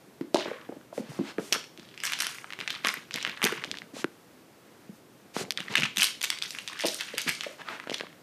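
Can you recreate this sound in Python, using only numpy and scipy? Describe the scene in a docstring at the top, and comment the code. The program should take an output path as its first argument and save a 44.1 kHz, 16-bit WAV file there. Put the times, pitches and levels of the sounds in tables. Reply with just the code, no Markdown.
"""Faint, wavering room noise, then small wooden blocks pushed about, picked up and dropped
in a cardboard box and on a foam play mat. Blocks knock in very short clicks of decaying sines;
box and mat answer with low thuds. The shoved heap rattles and rumbles as grains in resonators;
hands and legs slide as filtered noise. A furnished living room rings on behind as a diffuse tail.
One small microphone feeds both channels."""
import sys
import numpy as np
from scipy import signal
from scipy.fft import rfft, irfft
from scipy.io import wavfile

SR = 44100
rng = np.random.default_rng(int(sys.argv[2]) if len(sys.argv) > 2 else 0)


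def wrap_up_sound(samples):
    """Save the sound to the file named by the first command line argument, as 16-bit audio."""
    columns = np.atleast_2d(samples).T
    # keep every value between -1 and 1, then stretch to whole-number steps
    tamed = np.clip(columns, -1, 1)
    steps = np.round(tamed * 32767).astype(np.int16)
    wavfile.write(sys.argv[1], SR, steps)


N = 362502

# Block on block. Each row: time in seconds, dry peak in dB, base pitch in Hz,
# treble in dB (edge modes relative to body modes).
BLOCK_KNOCKS = [(0.2107, -32, 1940, -25), (0.3443, -11, 3850, -40), (0.3564, -22, 3970, -38),
                (0.3629, -22, 1500, -35), (0.3694, -21.5, 3950, -32), (0.4815, -29, 1650, -19),
                (0.8116, -43, 1540, -25), (0.9774, -30, 1620, -26), (1.3824, -22.5, 1330, -27),
                (1.5247, -4, 3300, -5), (1.5292, -9, 2900, -14), (1.5410, -19, 3000, -8),
                (1.5504, -19, 1705, -22), (1.6405, -30, 2500, -25), (1.7753, -32, 3280, -32),
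                (1.7958, -31, 3150, -32), (1.851, -42, 3730, -36), (1.8884, -38, 3280, -36),
                (1.9407, -34.5, 2600, -24), (1.9762, -27, 2550, -26), (2.0018, -25, 3000, -21),
                (2.0357, -13.5, 2100, -14.5), (2.0424, -21, 2240, -16), (2.052, -14, 2180, -5),
                (2.0633, -18, 2510, -6), (2.0684, -19, 2710, -18), (2.0744, -17.5, 2880, -30),
                (2.1209, -13.5, 2310, -18), (2.1334, -11, 3000, -24), (2.1887, -18, 2470, -18),
                (2.2029, -11, 4080, -18), (2.2072, -14.5, 2500, -15), (2.2209, -13, 2490, -11),
                (2.2464, -24, 3140, -24), (2.2675, -11.5, 2220, -13), (2.384, -26, 2120, -25),
                (2.443, -25.5, 1310, -39), (2.5041, -24.5, 2050, -27), (2.5237, -22.5, 2200, -32),
                (2.5334, -21.5, 2200, -26), (2.589, -23, 2200, -30), (2.6028, -19, 2600, -37),
                (2.611, -19, 2150, -30), (2.6764, -13, 2530, -41), (2.7034, -12.5, 2730, -24),
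                (2.7498, -23, 2500, -33), (2.8474, -7, 2300, -25), (2.8699, -7.5, 2000, -16),
                (2.8846, -10, 3680, -18), (2.8892, -11, 2230, -33), (2.9014, -19.5, 1910, -20),
                (2.9397, -18, 1810, -13), (3.109, -22.5, 2560, -34), (3.1406, -13.5, 4650, -27),
                (3.1589, -17, 2720, -21), (3.1837, -22, 2150, -29), (3.2123, -27, 3490, -23),
                (3.2268, -16.5, 3240, -22), (3.249, -9, 2160, -40), (3.2654, -17, 2010, -30),
                (3.2744, -17, 2000, -25), (3.2951, -20.5, 2480, -25), (3.373, -25, 1850, -32),
                (3.4176, -14, 1780, -26), (3.4274, -11.5, 2060, -28), (3.4334, -12, 2120, -18),
                (3.4407, -3.5, 3500, -12), (3.4499, -7.5, 2440, -8), (3.4624, -15, 1940, -30),
                (3.4675, -9.5, 2030, -30), (3.4734, -14.5, 2120, -29), (3.5226, -20.5, 1800, -13),
                (3.576, -25, 2180, -29), (3.6386, -15, 1940, -38), (3.6454, -18.5, 3300, -36),
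                (3.7137, -12.5, 3600, -34), (3.7409, -26, 1800, -31), (3.7519, -28, 2900, -38),
                (3.7713, -23, 2630, -33.5), (3.7853, -23, 3620, -49), (3.8182, -27, 2030, -40),
                (4.0427, -13, 1500, -26), (5.3646, -23, 1450, -22), (5.4504, -34, 2160, -24),
                (5.5064, -8.5, 3570, -24.5), (5.5205, -17, 3250, -16), (5.574, -12.5, 3530, -30),
                (5.5815, -25.5, 1980, -25), (5.6035, -19, 2860, -27), (5.6817, -25, 1950, -34),
                (5.7249, -30, 5000, -12), (5.7388, -20, 2280, -36), (5.7535, -4.5, 2170, -25),
                (5.7552, -7, 2730, -17), (5.7684, -13, 2680, -27), (5.7738, -12, 2820, -26),
                (5.7793, -10.5, 2610, -30), (5.7984, -19, 2180, -14), (5.8074, -19, 3000, -12),
                (5.821, -14, 2300, -26), (5.8331, -9, 2560, -23), (5.8384, -14, 2870, -23),
                (5.8434, -19, 3010, -33), (5.8524, -17, 1890, -27), (5.8564, -17, 2620, -32),
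                (5.8614, -22, 1890, -28), (5.9604, -23, 3200, -12), (5.9702, -11, 3600, -13),
                (5.982, -11, 2870, -11), (5.9985, -14, 2700, -25), (6.0063, -10, 4300, -12),
                (6.0128, -11, 2840, -3), (6.0198, -6, 3000, -14), (6.0305, -2.5, 3000, -9),
                (6.0424, -5, 3600, -13), (6.051, -12, 3400, -14), (6.069, -18, 3240, -14),
                (6.2104, -24, 3560, -22), (6.2147, -18, 3430, -19), (6.228, -15, 4230, -6),
                (6.2374, -16, 2400, -12), (6.241, -9.5, 3670, -14), (6.2454, -16, 3530, -13),
                (6.2544, -18, 3500, -21), (6.3018, -8, 3380, -10.5), (6.3734, -26, 2470, -25),
                (6.3863, -23.5, 3750, -19), (6.4178, -26, 2520, -27), (6.4228, -14, 3600, -35),
                (6.4354, -22, 2930, -14), (6.5061, -19, 4180, -12), (6.5485, -24.5, 2440, -17),
                (6.5859, -19, 2860, -18.5), (6.6763, -17, 3600, -37), (6.6844, -23, 3680, -24),
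                (6.7306, -25, 1890, -17), (6.791, -22, 3300, -21), (6.8064, -16.5, 3470, -21),
                (6.8154, -22, 2690, -17), (6.8551, -15, 3800, -20), (6.8648, -14.5, 3500, -3),
                (6.8696, -12.5, 5200, -4), (6.8836, -12.5, 3930, -29), (6.9443, -18, 4600, -12),
                (7.008, -13.5, 3240, -17), (7.0868, -26, 2200, -33), (7.1496, -26, 3050, -22),
                (7.1803, -12.5, 2930, -3), (7.1862, -19, 2500, -20), (7.2164, -18.5, 5280, -12),
                (7.2777, -18, 2800, -33), (7.2824, -15.5, 2500, -28), (7.2862, -18, 3300, -12),
                (7.2918, -10.5, 2340, -14), (7.2972, -15, 3660, -22), (7.3494, -24, 4500, -23),
                (7.4081, -16.5, 3120, -34), (7.4345, -21, 2200, -18), (7.4434, -21.5, 2270, -32),
                (7.6164, -31, 1780, -36), (7.6862, -23, 1460, -27), (7.6994, -28, 1410, -31),
                (7.7989, -21.5, 1900, -31), (7.8386, -31, 1610, -28.5), (7.873, -25, 1630, -33),
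                (7.897, -18.5, 3000, -37), (7.9064, -21, 2970, -33), (7.9423, -12.5, 3300, -34),
                (7.982, -22, 3840, -22), (7.998, -24, 2020, -30), (8.0083, -15.5, 2070, -33),
                (8.0676, -31, 1670, -37), (8.1279, -37.5, 2070, -29)]
# Thickness modes of the wood, woken by hard contacts. Each row: mean frequency in Hz, relative level in dB.
EDGE_MODES = [(4900, -1), (5800, 3), (6700, -4), (8300, 3.5), (9500, -2), (11700, 4), (14300, -1.5)]
# As the play moves about. Each row: time in seconds, room send in dB,
# ringing freedom as a factor (1 usual, less when held down on foam).
PLAY_PLACES = [(0, 4.5, 1.2), (1.76, 0, 1.1), (2.0, 6, 1.2), (2.4, 0.5, .95), (3.55, -1.5, .95),
               (4.1, -11.5, 1.1), (5.3, 4, 1.1), (5.5, -12, 1.4), (5.66, 0, 1.9), (7.55, 4.5, 1.1),
               (8.22, -5.5, .9)]

EDGE_CYCLES = 28.0   # to die by 60 dB


def from_db(db):
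    """Amplitude ratio of a level in dB."""
    return 10 ** (np.asarray(db) / 20)


def rms_one(x):
    """Scale to unit rms."""
    return x / np.sqrt(np.mean(x ** 2) + 1e-20)


def at_hz(points, hz, axis=1):
    """Interpolate a table column over log frequency."""
    points = np.array(points)
    return np.interp(np.log(hz), np.log(points[:, 0]), points[:, axis])


def in_time(rows):
    """Interpolate the columns after the first over every sample time."""
    s, *columns = np.transpose(rows)
    return [np.interp(np.arange(N) / SR, s, column) for column in columns]


def butter(x, hz, kind, order=2):
    """Butterworth filter."""
    return signal.sosfilt(signal.butter(order, hz, kind, fs=SR, output="sos"), x)


def drift(knots_per_s):
    """Random wander: straight lines between normal knots of spread 1."""
    knots = rng.standard_normal(2000)
    return np.interp(np.arange(N) / SR * knots_per_s, np.arange(2000), knots)


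def hush():
    """Room and microphone noise: steady, wavering a little, its bass and treble apart."""
    # Noise spectrum. Each row: frequency in Hz, relative density in dB per Hz.
    noise_spectrum = [(24, -54), (40, -28), (130, -1), (320, 0.5), (382, -1.5), (751, -8.5), (1070, -11.5),
                      (1240, -12), (3220, -18.5), (12100, -25.5), (14800, -24), (16000, -36)]
    mean_level_db = -55.5   # about which it wavers
    hz = np.arange(1, N // 2 + 2) * SR / N
    white = rfft(rng.standard_normal(N))
    noise = rms_one(irfft(white * from_db(at_hz(noise_spectrum, hz)), N))
    bass = butter(noise, 1020, "low")
    treble = noise - bass
    bass_waver = from_db(0.5 * drift(2.53))
    treble_waver = from_db(0.48 * drift(8.9))
    return from_db(mean_level_db) * (bass * bass_waver + treble * treble_waver)


def strikes(times_s, peak_db, hz, mode_db, cycles, press_cycles, band_hz, size, spread_db):
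    """Each blow (row) rings decaying sine modes (columns) of random strength, scaled to its peak."""
    turns = hz[..., None] * np.arange(size) / SR
    strength = from_db(mode_db + spread_db * rng.standard_normal(hz.shape))[..., None]
    swell = (1 - np.exp(-turns / press_cycles)) ** 2   # the contact takes part of a cycle to press
    decay = from_db(-60 * turns / cycles[..., None])
    waves = (strength * swell * np.sin(2 * np.pi * turns) * decay).sum(1)
    waves = butter(waves, band_hz, "band")   # what radiates
    waves *= from_db(peak_db)[:, None] / np.abs(waves).max(1, keepdims=True)
    out = np.zeros(N + SR)
    starts = (times_s * SR).astype(int)
    np.add.at(out, starts[:, None] + np.arange(size), waves)
    return out[:N]


def knocks():
    """Body modes follow block size, edge modes contact hardness; three weaker touches follow each knock."""
    # Body modes of a block, the first two the bare crack of the contact. 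Each row: multiple of
    # its pitch, relative level in dB, cycles to die by 60 dB at ringing freedom 1.
    body_modes = [(.4, -7, 2.0), (1.15, 3, 2.5), (.72, -7, 5.0), (1.001, 0.0, 8), (1.28, -3, 7),
                  (1.62, -5.5, 6), (2.05, -10, 6)]
    delay_s = .0007   # short delay from the listed time to the start of the knock
    chatter_mean_s, chatter_max_db = .002, -7.5   # a block rocks on; level before the room term
    chatter_dull_db = -10    # softer contacts lose treble
    crack_fade_db = 11       # per doubling of ringing freedom

    s, peak_db, pitch_hz, treble_db = np.repeat(BLOCK_KNOCKS, 4, axis=0).T
    repeat = np.arange(len(s)) % 4 > 0
    luck = rng.random((len(s), 3))
    s = s + delay_s - repeat * chatter_mean_s * np.log(luck[:, 0])
    place_s, send_db, freedom = np.transpose(PLAY_PLACES)
    free = np.interp(s, place_s, freedom)[:, None]
    neighbours_db = 0.75 * np.interp(s, place_s, send_db)   # fewer neighbours outside the box
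    peak_db = peak_db + repeat * (chatter_max_db - 10 * luck[:, 1] + neighbours_db)
    pitch_hz = pitch_hz * (1 + repeat * (luck[:, 2] - .4) * 0.59)   # another face, another neighbour
    treble_db = treble_db + repeat * chatter_dull_db

    multiple, body_db, body_cycles = np.transpose(body_modes)
    edge_hz, edge_db = np.transpose(EDGE_MODES)
    edge_hz = edge_hz * (1 + .07 * rng.standard_normal((len(s), len(EDGE_MODES))))
    is_crack = body_cycles < 3
    body_db = body_db - crack_fade_db * np.log2(free) * is_crack
    hz = np.hstack([np.outer(pitch_hz, multiple), edge_hz])
    mode_db = np.hstack([body_db, np.add.outer(treble_db, edge_db)])
    cycles = np.hstack([body_cycles * free, np.full(edge_hz.shape, EDGE_CYCLES)])
    spread_db = np.repeat([3.0, 4.0], [len(body_modes), len(EDGE_MODES)])
    return strikes(s, peak_db, hz, mode_db, cycles, press_cycles=0.35,
                   band_hz=[700, 14000], size=600, spread_db=spread_db)


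def thuds():
    """Cardboard and foam ring low; light blows press in slowly and swell gently."""
    # Blows on box and mat. Each row: time in seconds (light blows start earlier to swell),
    # dry peak in dB, base pitch in Hz, cycles to die by 60 dB.
    box_blows = [(0.2108, -20, 300, 5), (0.3443, -10, 600, 8), (0.3581, -14, 620, 8),
                 (0.4577, -23.5, 600, 7), (0.4798, -27, 400, 5), (0.514, -22.5, 517, 8),
                 (0.691, -26, 490, 7), (0.7226, -30.5, 557, 8), (0.764, -35.5, 300, 7),
                 (0.928, -31, 650, 7), (0.979, -19.5, 514, 8), (0.9971, -26.5, 240, 8),
                 (1.093, -31, 141, 7), (1.1909, -17.5, 347, 7), (1.208, -20.5, 286, 8),
                 (1.3841, -17.5, 375, 7), (1.3885, -18.5, 396, 7), (1.5233, -24, 400, 4),
                 (1.5608, -27, 500, 4), (1.7887, -38.5, 223, 6), (2.8478, -25, 520, 3),
                 (2.871, -28, 400, 3), (2.972, -38, 280, 6), (3.155, -29, 450, 3), (3.4386, -23, 397, 6),
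                 (3.4547, -21, 405, 7), (3.5242, -24, 415, 7), (3.9375, -35, 273, 6), (3.9673, -31, 536, 4),
                 (4.0438, -16, 340, 5), (4.895, -32, 200, 4), (5.3655, -16, 410, 3), (5.416, -36, 400, 5),
                 (5.482, -39, 480, 7), (5.701, -30, 200, 5), (5.7998, -30, 151, 6), (5.8308, -25, 146, 6),
                 (5.979, -31, 202, 6), (6.8384, -22, 630, 7), (6.8468, -16, 563, 7), (6.8533, -20, 600, 7),
                 (6.8844, -27, 534, 6), (7.1393, -28, 507, 6), (7.2647, -29, 264, 5),
                 (7.277, -29.5, 168, 6), (7.465, -26, 567, 11), (7.8725, -29, 544, 3),
                 (7.8968, -23, 534, 3), (7.9165, -22, 450, 3), (8.009, -25, 515, 3), (8.036, -30.5, 425, 4)]
    # Box wall and mat modes. Each row: multiple of the pitch, relative level in dB.
    box_modes = [(.62, 2), (1.001, 12.5), (1.4, 7.5), (1.9, 0.5), (2.7, -6.5)]
    soften_cycles_per_db = .025   # for blows below -14 dB
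    s, peak_db, pitch_hz, cycles = np.transpose(box_blows)
    multiple, mode_db = np.transpose(box_modes)
    soft_cycles = soften_cycles_per_db * np.clip(-14 - peak_db, 0, 30)
    return strikes(s - soft_cycles / pitch_hz, peak_db, np.outer(pitch_hz, multiple), mode_db,
                   np.clip(cycles, 2, 20)[:, None], press_cycles=0.4 + soft_cycles[:, None, None],
                   band_hz=[100, 4000], size=4000, spread_db=4.0)


def ring(clicks, hz, t60_s):
    """Two-pole resonator: a unit click sets a sine of height 1 ringing."""
    r = from_db(-60 / (t60_s * SR))
    w = 2 * np.pi * min(hz, .45 * SR) / SR
    return signal.lfilter([0, np.sin(w)], [1, -2 * r * np.cos(w), r * r], clicks + 1e-18)


def grains(median_per_s, pitches_hz, cycles, spread_db, dealt=None):
    """Uneven small contacts, dealt to resonators, at random unless told; rms 1."""
    sizes = from_db(spread_db * np.minimum(rng.exponential(1, N), 4)) * rng.choice([-1, 1], N)
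    born = rng.random(N) < median_per_s * from_db(4.0 * drift(40)) / SR
    if dealt is None:
        dealt = rng.integers(0, len(pitches_hz), N)
    clicks = sizes * born
    return rms_one(sum(ring(clicks * (dealt == k), hz, cycles / hz) for k, hz in enumerate(pitches_hz)))


def shoves(*columns):
    """Envelope: every shove swells fast and dies away at its own pace; the powers add up."""
    # The heap is shoved and settles. Each row: peak time in seconds, rattle level in dB,
    # treble in dB relative to the rattle, rumble level in dB, time to settle by 30 dB in seconds.
    heap_shoves = [(0.368, -33, -22, -57, 0.36), (1.1, -61, 4, -45.5, 0.56), (1.4, -44.5, -7, -30.5, 0.01),
                   (1.538, -30, -7, -39, 0.1), (1.79, -52, -31, -71, 0.5), (2.045, -33.5, -5, -58, 0.22),
                   (2.205, -35, -4, -58, 0.37), (2.599, -37.5, -16, -45, 0.15), (2.7, -35, -19, -50, 0.28),
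                   (2.857, -31, -11.5, -47, 0.24), (3.138, -33, -20, -44.5, 0.35),
                   (3.27, -43, -16, -49, 0.6), (3.439, -29, -12, -38.5, 0.2832), (3.64, -50, -12, -43, .5),
                   (3.999, -54, -10, -39, 0), (5.41, -60, -10, -37.5, 0.22), (5.59, -40.5, -15, -45, 0.4),
                   (5.78, -31, -12, -35, 0.12), (5.988, -26.5, -8, -47, 0.08), (6.03, -25, -4, -55, 0.13),
                   (6.24, -41, -3, -51.5, 0.16), (6.32, -38, -9, -58, 0.1), (6.44, -39.5, -6.5, -60, 0.5),
                   (6.7, -44.5, -13, -67, 1.5), (6.8, -34.5, -14, -62, 0.34), (6.86, -35.5, -4.5, -64, .5),
                   (7.02, -43.5, -13, -72, 0.46), (7.187, -31.5, -8, -65, 0.11),
                   (7.282, -31, -10, -50, .07), (7.3, -44, -3, -61, .5), (7.68, -43.5, -16, -51, .5),
                   (7.929, -34.5, -18, -54, 0.2)]
    gather_s = 0.035   # for the last 30 dB of the swell
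    step = 64          # samples
    rows = np.array(heap_shoves)
    late_s = np.arange(0, N, step)[:, None] / SR - rows[:, 0]
    fall_db = -30 * np.where(late_s < 0, -late_s / gather_s, late_s / rows[:, -1])
    power = (from_db(fall_db + rows[:, columns].sum(1)) ** 2).sum(1)
    return np.interp(np.arange(N), np.arange(0, N, step), np.sqrt(power))


def stirring():
    """Blocks shifting in the heap tick against each other, around the pitch of the listed knocks."""
    rattles_per_s = 1000   # median, for body and edge each
    body_cycles = 15.0     # to die by 60 dB
    spread_octaves = .6
    pitches_hz = np.geomspace(1100, 6600, 28)
    near_hz = in_time(BLOCK_KNOCKS)[1] * 2 ** (spread_octaves * rng.standard_normal(N))
    dealt = np.searchsorted(pitches_hz[:-1], near_hz)
    body = grains(rattles_per_s, pitches_hz, body_cycles, spread_db=4.0, dealt=dealt)
    body = butter(body, [1000, 7000], "band")
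    edge = grains(rattles_per_s, [hz for hz, db in EDGE_MODES], EDGE_CYCLES, spread_db=1.5)
    edge = butter(edge, [4500, 12500], "band")
    return shoves(1) * body + shoves(1, 2) * edge


def rumble():
    """Cardboard and foam drum softly under every shove: grains in low resonators."""
    box = grains(400, np.geomspace(140, 900, 9), cycles=6.0, spread_db=4.0)
    return shoves(3) * butter(box, 1800, "low")


def slides():
    """Smooth friction hiss that swells over each stroke and stops short."""
    # Skin and cloth on the mat. Each row: start in seconds, end in seconds,
    # hiss rms in dB before the stroke envelope, low-pass corner in Hz.
    mat_slides = [(0.924, 1.02, -49, 9000), (0.928, 1.33, -50.5, 3000), (1.09, 1.197, -54, 9000),
                  (1.232, 1.329, -41.5, 3400), (1.376, 1.524, -46.5, 9000), (3.933, 4.036, -40.5, 6000),
                  (4.447, 4.954, -62.5, 1800), (4.915, 5.0, -62, 14000), (5.148, 5.393, -65, 1800),
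                  (5.336, 5.442, -34.5, 6700), (5.69, 5.75, -35.5, 3000), (7.267, 7.29, -32, 3530),
                  (7.58, 7.628, -42, 2170), (7.645, 7.775, -39.5, 2300)]
    out = np.zeros(N)
    for start_s, end_s, level_db, dull_hz in mat_slides:
        a, b = int(start_s * SR), int(end_s * SR)
        hiss = butter(rng.standard_normal(SR), dull_hz, "low")
        hiss = rms_one(butter(hiss, 300, "high", order=1))[:b - a]
        stroke = np.hanning(b - a) ** 0.35 * np.linspace(.5, 1, b - a)
        out[a:b] += from_db(level_db) * hiss * stroke
    return out


def room(x):
    """The direct sound, then a diffuse noise tail that fades in and dies band by band."""
    # Reverberation. Each row: frequency in Hz, 60 dB decay time in seconds, relative level in dB.
    room_decay = [(120, 0.62, -26), (300, 0.26, -12.5), (700, 0.3, -10.5), (1500, 0.28, -14),
                  (3000, 0.35, -12), (6000, 0.36, -12.5), (11300, 0.3, -18.5)]
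    gap_s = .006   # the far walls answer late
    size = int(.7 * SR)
    t = np.arange(size) / SR
    tail = np.zeros(size)
    edges_hz = 90 * 2 ** np.arange(0, 7.6, .5)
    for low, high in zip(edges_hz, edges_hz[1:]):
        hz = np.sqrt(low * high)
        band = butter(rng.standard_normal(size), [low, high], "band")
        t60_s, level_db = at_hz(room_decay, hz, axis=1), at_hz(room_decay, hz, axis=2)
        tail += band * from_db(level_db - 60 * t / t60_s)
    tail *= np.clip(t / gap_s, 0, 1) ** 2 / np.sqrt(SR / 100)
    send = x * from_db(in_time(PLAY_PLACES)[0])
    return x + signal.fftconvolve(send, tail)[:N]


def scene():
    """All contacts pass through the room and a bass cut; one microphone feeds both channels."""
    contacts = knocks() + thuds() + stirring() + rumble() + slides()
    near = butter(room(contacts), 158, "high", order=3)
    return np.tile(near + hush(), (2, 1))


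def record(dry):
    """Soft saturation rounds the loudest peaks; a steep low-pass cuts the top."""
    rounded = .9 * np.tanh(dry / .9)
    top_cut = signal.cheby2(16, 100, 16200, fs=SR, output="sos")   # 100 dB down from 16200 Hz
    return signal.sosfilt(top_cut, rounded)


dry = scene()
out = record(dry)
wrap_up_sound(out)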